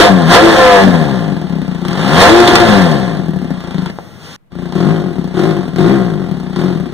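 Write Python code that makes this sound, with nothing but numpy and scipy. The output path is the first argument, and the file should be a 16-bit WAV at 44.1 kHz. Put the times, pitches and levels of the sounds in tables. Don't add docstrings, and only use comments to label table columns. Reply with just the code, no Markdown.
import sys
import numpy as np
from scipy import signal
from scipy.fft import rfft, irfft, next_fast_len
from scipy.io import wavfile
from scipy.ndimage import uniform_filter1d, map_coordinates

SR = 44100
rng = np.random.default_rng(int(sys.argv[2]) if len(sys.argv) > 2 else 0)


def voltage_ratio(level):
    return 10 ** (np.asarray(level, float) / 20)


def file_out(sig):
    cols = np.atleast_2d(sig).T
    lim = np.clip(cols, -1, 1)
    pcm = np.round(lim * 32767).astype(np.int16)
    wavfile.write(sys.argv[1], SR, pcm)


N = 305613

# (start [s], end [s])
PARTS = [
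    (0, 3.91),
    (3.906, 4.364),
    (4.5, 6.93),
]
# (time [s], rate [1/s])
REV_RATE = [(0, 109), (.26, 79), (.45, 113.5), (.55, 106.6), (.85, 95.6), (1.1, 68), (1.4, 39), (1.55, 32),
            (1.83, 28.7), (2.02, 56.5), (2.25, 101.6), (2.36, 117.4), (2.6, 119.7), (2.8, 93.5), (2.97, 69),
            (3.25, 41.7), (3.55, 29.9), (3.92, 25.7)]
# (time [s], level over idle [dB])
REV_FLOW = [(0, 34), (.13, 14), (.26, 12.5), (.34, 33.5), (.4, 24), (.79, 22), (.89, 14), (1.43, 0.5),
            (1.83, 1.5), (1.86, 6), (2.14, 20.5), (2.22, 31), (2.35, 23.5), (2.76, 21), (2.99, 10.5),
            (3.33, -2), (3.55, 1), (3.9, 4)]
# (start [s], end [s])
REV_OPEN = [
    (-.1, .09),
    (.28, .82),
    (1.85, 2.64),
]
# (throttle opens [s], shuts [s], top firing rate [1/s], flow over idle [dB])
BLIPS = [
    (4.72, 4.93, 56.8, 9),
    (5.33, 5.47, 57, 12.5),
    (5.749, 5.93, 69, 12),
    (6.54, 6.671, 47.7, 9),
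]
# (centre [s], half length [s], unrest [1], weakness of every other firing [dB])
STUMBLES = [
    (0, .08, .7, 1),
    (.5, .1, .5, 3),
    (.71, .13, -.3, 1.5),
    (.88, .08, .7, 1),
    (2.56, .14, .7, 11),
]
# (time [s], peak level [dB], t60 [s])
POPS = [(0.8358, -7, 0.016), (1.1598, -30, 0.015), (1.3658, -41, 0.015), (1.68, -25, 0.0086),
        (1.8506, -14.5, 0.022), (1.8832, -12, 0.016), (1.931, -12, 0.0071), (2.402, 1, 0.018),
        (2.4754, 2, 0.055), (2.5117, -8.5, 0.015), (2.555, 10.5, 0.019), (2.603, -2, 0.02),
        (2.9544, -30, 0.015), (3.388, -29, 0.017), (3.7445, -20.5, 0.018), (3.782, -22, 0.023),
        (3.8595, -18, 0.015), (4.723, -19.5, 0.015), (5.02, -30, 0.016), (5.4353, -16, 0.027),
        (5.7604, -19, 0.025), (5.784, -22, 0.012), (6.1024, -23, 0.015), (6.5608, -19, 0.032)]
# (part of cycle [1], level [dB])
VALVE = [(0, -20), (.03, -2), (.2, 0), (.48, -2), (.64, -11), (1, -17)]
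# (frequency [Hz], width [Hz], level [dB])
BOOM = [(172.7, 35, 5.5), (251.8, 67, -3.5)]
GROWL = [(357.3, 17.5, 0)]
CAN_1 = [(501, 110, 3), (718, 130, 3), (1032.3, 35.5, 0), (1510, 590, -15.5), (1706, 51, 3)]
CAN_2 = [(526, 330, 6.5), (784, 100, 8), (1020, 83, -4.5), (1610, 930, -4)]
THUD = [(65.6, 29, -9)]
# (multiple [1], frequency [Hz], width [Hz], swell [dB])
MEETS = [(2, 186, 26, 3), (3, 343, 23, 14), (5, 502, 34, 5)]
SWELL_DIP = [3.1, 1.2, .3]
# (multiple [1], level over bark [dB])
SONG = [(5, 2), (10, -6), (12, -13), (13, -12), (15, -15), (17, -12), (20, -15)]
# (idle level [dB], per flow [dB/dB], per speed [dB/dB])
LEVELS_1 = [(-23, .1, 1.05), (-34.5, .6, .1), (-36.5, .4, 1.95), (-39.5, 1.0317, 0.0449)]
LEVELS_2 = [(-23, .7, 0.64), (-33, 1.05, 1.3), (-39, .8, 2.05), (-40.5, 0.99, .01)]
# (frequency [Hz], density [dB per Hz])
JET = [(300, -2.5), (800, -1.5), (1700, -5.5), (2600, -9), (3700, -10), (5000, -16), (8000, -31.5),
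       (15500, -43.5)]
FIZZ = [(2500, -37.5), (5000, -27), (7000, 13.5), (10000, 3.5), (13000, -1.5), (15500, -16)]
RUMBLE = [(30, -1), (60, -12.5), (160, 1.5), (300, -11.5), (800, -17.5), (2000, -24), (6000, -40.5)]
HISS = [(300, -2.5), (900, -4), (1300, -2.5), (3200, -3.5), (6000, -9), (15000, -28)]
# (time [s], peak level [dB], frequency [Hz], t60 [s])
KNOCK = (3.9872, -5, 760, .004)
# (frequency [Hz], t60 [s])
SHOP = [(100, 0.7), (1000, 0.19), (4000, 0.11), (12000, 0.031)]
# (frequency [Hz], from level [1], from arrival time [1], from scatter [1])
PORTS = [(50, .03, .05, .05), (130, .03, .12, .015), (200, .06, .17, .02), (390, .1, .21, .05),
         (600, .05, 0, .17), (1000, -.1, 0, .35), (2000, -.6, -.1, .5), (4200, -.5, -.2, .7),
         (7000, -.3, .2, .95), (15000, -.2, .1, 1.05)]

IDLE_RATE, IDLE_FLOW_DB = 30, 0
TIME = np.arange(N) / SR


def unit(x):
    return x / np.sqrt(np.mean(x ** 2) + 1e-20)


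def steady(x):
    power = uniform_filter1d(uniform_filter1d(x * x, size=4000), size=4000)
    return x / np.sqrt(np.abs(power) + 1e-12)


def along(points, hz, axis=1):
    cols = np.transpose(points)
    return np.interp(np.log(hz + 1), np.log(cols[0] + 1), cols[axis])


def curve(rows):
    return np.interp(TIME, *np.transpose(rows))


def filtered(x, response):
    m = next_fast_len(N + SR // 2)
    return irfft(rfft(x, m) * response(np.fft.rfftfreq(m, 1 / SR)), m)[..., :N]


def modes(rows):
    def response(f):
        total = 0
        for k, (centre, width, db) in enumerate(rows):
            resonator = 1j * f * width / (centre ** 2 - f ** 2 + 1j * f * width)
            total = total + (-1) ** k * voltage_ratio(db) * resonator
        return total
    return response


def noise(spectrum):
    return unit(filtered(rng.standard_normal(N), lambda hz: voltage_ratio(along(spectrum, hz))))


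def dying(x, t60):
    return signal.lfilter([1], [1, -voltage_ratio(-60 / (t60 * SR))], x)


def during(part, fade=0.0023):
    since_start = TIME - part[0] + (part[0] == 0)
    until_end = part[1] - TIME + (part[1] > 6.9)
    return np.clip(np.minimum(since_start, until_end) / fade, 0, 1)


def engine():
    rate, flow_db, first = throttle()
    scatter_db, skip_db, share = burn(rate)
    turns = crank(rate)
    cycle = turns.astype(int)
    since = TIME - np.interp(cycle, turns, TIME)
    luck = rng.standard_normal((cycle[-1] + 1, 4))[cycle]
    strength = voltage_ratio(scatter_db * luck[:, 0] - skip_db * (cycle % 2))
    valve = strength * voltage_ratio(np.interp(turns - cycle, *np.transpose(VALVE)))
    blows = strength * np.diff(cycle, prepend=cycle[0])
    boom_db, growl_db, bark_db, jet_db, singing = levels(rate, flow_db, first)

    def blend(clean, body, rough):
        stirred = filtered(valve * rng.standard_normal(N), modes(body))
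        return np.sqrt(1 - rough * share) * steady(clean) + np.sqrt(rough * share) * steady(stirred)

    def pipe(body):
        struck = np.zeros(N)
        for k, (hz, _, db) in enumerate(body):
            struck += voltage_ratio(db + scatter_db * luck[:, k + 2]) * np.sin(2 * np.pi * hz * since)
        return filtered(-valve * struck, lambda f: 1 / (1 + (125 / (f + 1)) ** 5))

    boom = voltage_ratio(boom_db + .1) * blend(pipe(BOOM), BOOM, rough=.6)
    growl_ring = filtered(pipe(GROWL), modes([(340, 110, 0)]))
    growl = voltage_ratio(growl_db + .1) * blend(growl_ring, GROWL, rough=.8)
    bark = voltage_ratio(bark_db - 5.0) * np.where(first, *[can_ring(blows, can, blend) for can in (CAN_1, CAN_2)])
    thud = voltage_ratio(.25 * boom_db - 28.5) * steady(filtered(blows, modes(THUD)))
    purity = singing * np.clip(1 - 4 * share, 0, 1)
    return boom + growl + bark + song(turns, bark_db, purity) + thud + jet(blows, luck[:, 1], jet_db)


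def can_ring(blows, can, blend):
    lag = round(.0056 * SR)
    knocks = .7 * blows + np.roll(blows, lag) + .6 * np.roll(blows, 2 * lag)
    return blend(filtered(knocks, modes(can)), can, rough=1.5)


def song(turns, bark_db, purity):
    tones = np.zeros(N)
    for multiple, db in SONG:
        tones += voltage_ratio(bark_db + db) * np.sin(2 * np.pi * round(multiple) * turns)
    return purity * tones


def jet(blows, luck, jet_db):
    gate = steady(dying(blows * voltage_ratio(4 * luck), t60=.04)) + 2.4
    cracks, t = np.zeros(N), np.arange(SR // 10) / SR
    for s, db, t60 in POPS:
        cracks[round(s * SR):][:len(t)] += voltage_ratio(db - 0.5 - 60 * t / max(t60, .003))
    rasp = voltage_ratio(jet_db + 3.5) * steady(gate * noise(JET))
    fizz = voltage_ratio(1.013 * jet_db - 17.0) * steady((gate + 1.5) * noise(FIZZ))
    return rasp + fizz + cracks * (noise(JET) + 0.07 * noise(FIZZ))


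def throttle():
    sag_per_s, climb_bend = 82, .8
    open_s, ease_db_per_s, ease_lead_s = 0.046, 43, .05
    rate, flow_db = np.full(N, 1. * IDLE_RATE), np.full(N, 1. * IDLE_FLOW_DB)
    for opens, shuts, top, db in BLIPS:
        climb = np.clip((TIME - opens) / (shuts - opens), 0, 1) ** climb_bend
        start = rate[round(opens * SR)]
        sag = sag_per_s * np.clip(TIME - shuts, 0, None)
        later = np.maximum(IDLE_RATE, start + (top - start) * climb - sag)
        rate = np.where(TIME < opens, rate, later)
        rise = IDLE_FLOW_DB + (db - IDLE_FLOW_DB) * (TIME - opens) / open_s
        ease = db - ease_db_per_s * np.clip(TIME - shuts + ease_lead_s, 0, None)
        flow_db = np.maximum(flow_db, np.minimum(rise, ease))
    first = TIME < 4.2
    rate = np.where(first, curve(REV_RATE), uniform_filter1d(rate, size=2200))
    return rate, np.where(first, curve(REV_FLOW), flow_db), first


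def burn(rate):
    hunt_rate, hunt_width = 36, 7
    coasting = np.clip(-np.gradient(uniform_filter1d(rate, size=4000)) * SR / 20, 0, 1)
    unrest = coasting * np.exp(-((rate - hunt_rate) / hunt_width) ** 2)
    skip_db = np.zeros(N)
    for s, half, much, db in STUMBLES:
        near = np.clip(2 - 2 * np.abs(TIME - s) / half, 0, 1)
        unrest, skip_db = unrest + much * near, skip_db + db * near
    return 1.1 + 3 * unrest, skip_db, .11 + .24 * unrest


def crank(rate):
    turns = np.cumsum(rate) / SR
    slow_rate = 46
    pops = [round(s * SR) for s, *_ in POPS]
    at = np.array([i for i in pops if rate[i] < slow_rate])
    return turns - np.interp(np.arange(N), at, np.unwrap(turns[at] % 1, period=1) - 1)


def levels(rate, flow_db, first):
    speed_db = np.minimum(20 * np.log10(rate / IDLE_RATE), 9.5)

    def law(rows):
        return np.array([db + a * flow_db + b * speed_db for db, a, b in rows])

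    snap_s = .03
    opened = sum(np.clip(np.minimum(TIME - a, b - TIME) / snap_s + .5, 0, 1) for a, b in REV_OPEN)
    boom, growl, bark = [db / (1 + ((hz - round(k) * rate) / w) ** 4) for k, hz, w, db in MEETS]
    growl, bark = growl * opened, bark * opened
    lump_db, lump_rate = 2.5, 9
    knots = rng.standard_normal((2, 100))
    lumps = [lump_db * IDLE_RATE / rate * map_coordinates(k, [TIME * lump_rate]) for k in knots]
    boom_swell = boom - SWELL_DIP[0] * bark - SWELL_DIP[2] * growl + lumps[0]
    growl_swell = growl - SWELL_DIP[1] * bark + lumps[1]
    swells = [boom_swell, growl_swell, bark, np.zeros(N)]
    fade_db = -10.5 * np.clip(1 - (TIME - PARTS[2][0]) / 0.11, 0, 1)
    layers = np.where(first, law(LEVELS_1), law(LEVELS_2) + fade_db) + swells
    return *layers, (bark / MEETS[2][3]) ** 2


def tail():
    hz, t, z = signal.stft(rng.standard_normal(SR // 3), SR, nperseg=256)
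    answer = signal.istft(z * voltage_ratio(-60 * t / along(SHOP, hz)[:, None]), SR, nperseg=256)[1]
    return answer / np.linalg.norm(answer)


def pause():
    hiss_db = -47.5 + 11 * np.clip((TIME - 4.18) / 0.077, 0, 1)
    s, db, hz, t60 = KNOCK
    t = np.clip(TIME - s, 0, None)
    knock = -voltage_ratio(db - 60 * t / t60) * np.sin(2 * np.pi * hz * t)
    return voltage_ratio(-36.5) * noise(RUMBLE) + voltage_ratio(hiss_db) * noise(HISS) + knock


def scene():
    x = engine() * (1 - during((3.904, 4.4))) + pause() * during(PARTS[1])
    wet, walls = signal.oaconvolve(x[None], np.array([tail(), tail()]), axes=1)[:, :N]
    both = x + voltage_ratio(-12) * filtered(wet, lambda f: 1j * f / (500 + 1j * f))
    lean = filtered(both, lambda f: along(PORTS, f, axis=1) + 1j * along(PORTS, f, axis=2))
    apart = lean + filtered(walls, lambda f: along(PORTS, f, axis=3))
    return np.array([both + apart, both - apart])


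def low_pass(x):
    return signal.sosfilt(signal.butter(12, 15350, fs=SR, output="sos"), x)


def record(dry):
    cross_s = 0.0004015
    late = filtered(dry, lambda f: np.exp(-2j * np.pi * f * cross_s))
    x = filtered(dry - late[::-1], lambda f: (1 + 650 / (1j * f + 40)) * 0.6 / (1 + (48 / (f + 1)) ** 4))
    x = x / (1 + np.abs(x) ** 20) ** (1 / 20)
    drift = voltage_ratio(-52.0) * np.sin(2 * np.pi * 9 * TIME) * np.array([[1], [-.8]])
    floor = voltage_ratio(-54.5) * np.array([noise(RUMBLE), noise(RUMBLE)])
    on = during(PARTS[0]) + during(PARTS[1]) + during(PARTS[2], fade=0.028)
    return low_pass(x * on + (drift + floor) * (1 - on))


dry = scene()
out = record(dry)
file_out(out)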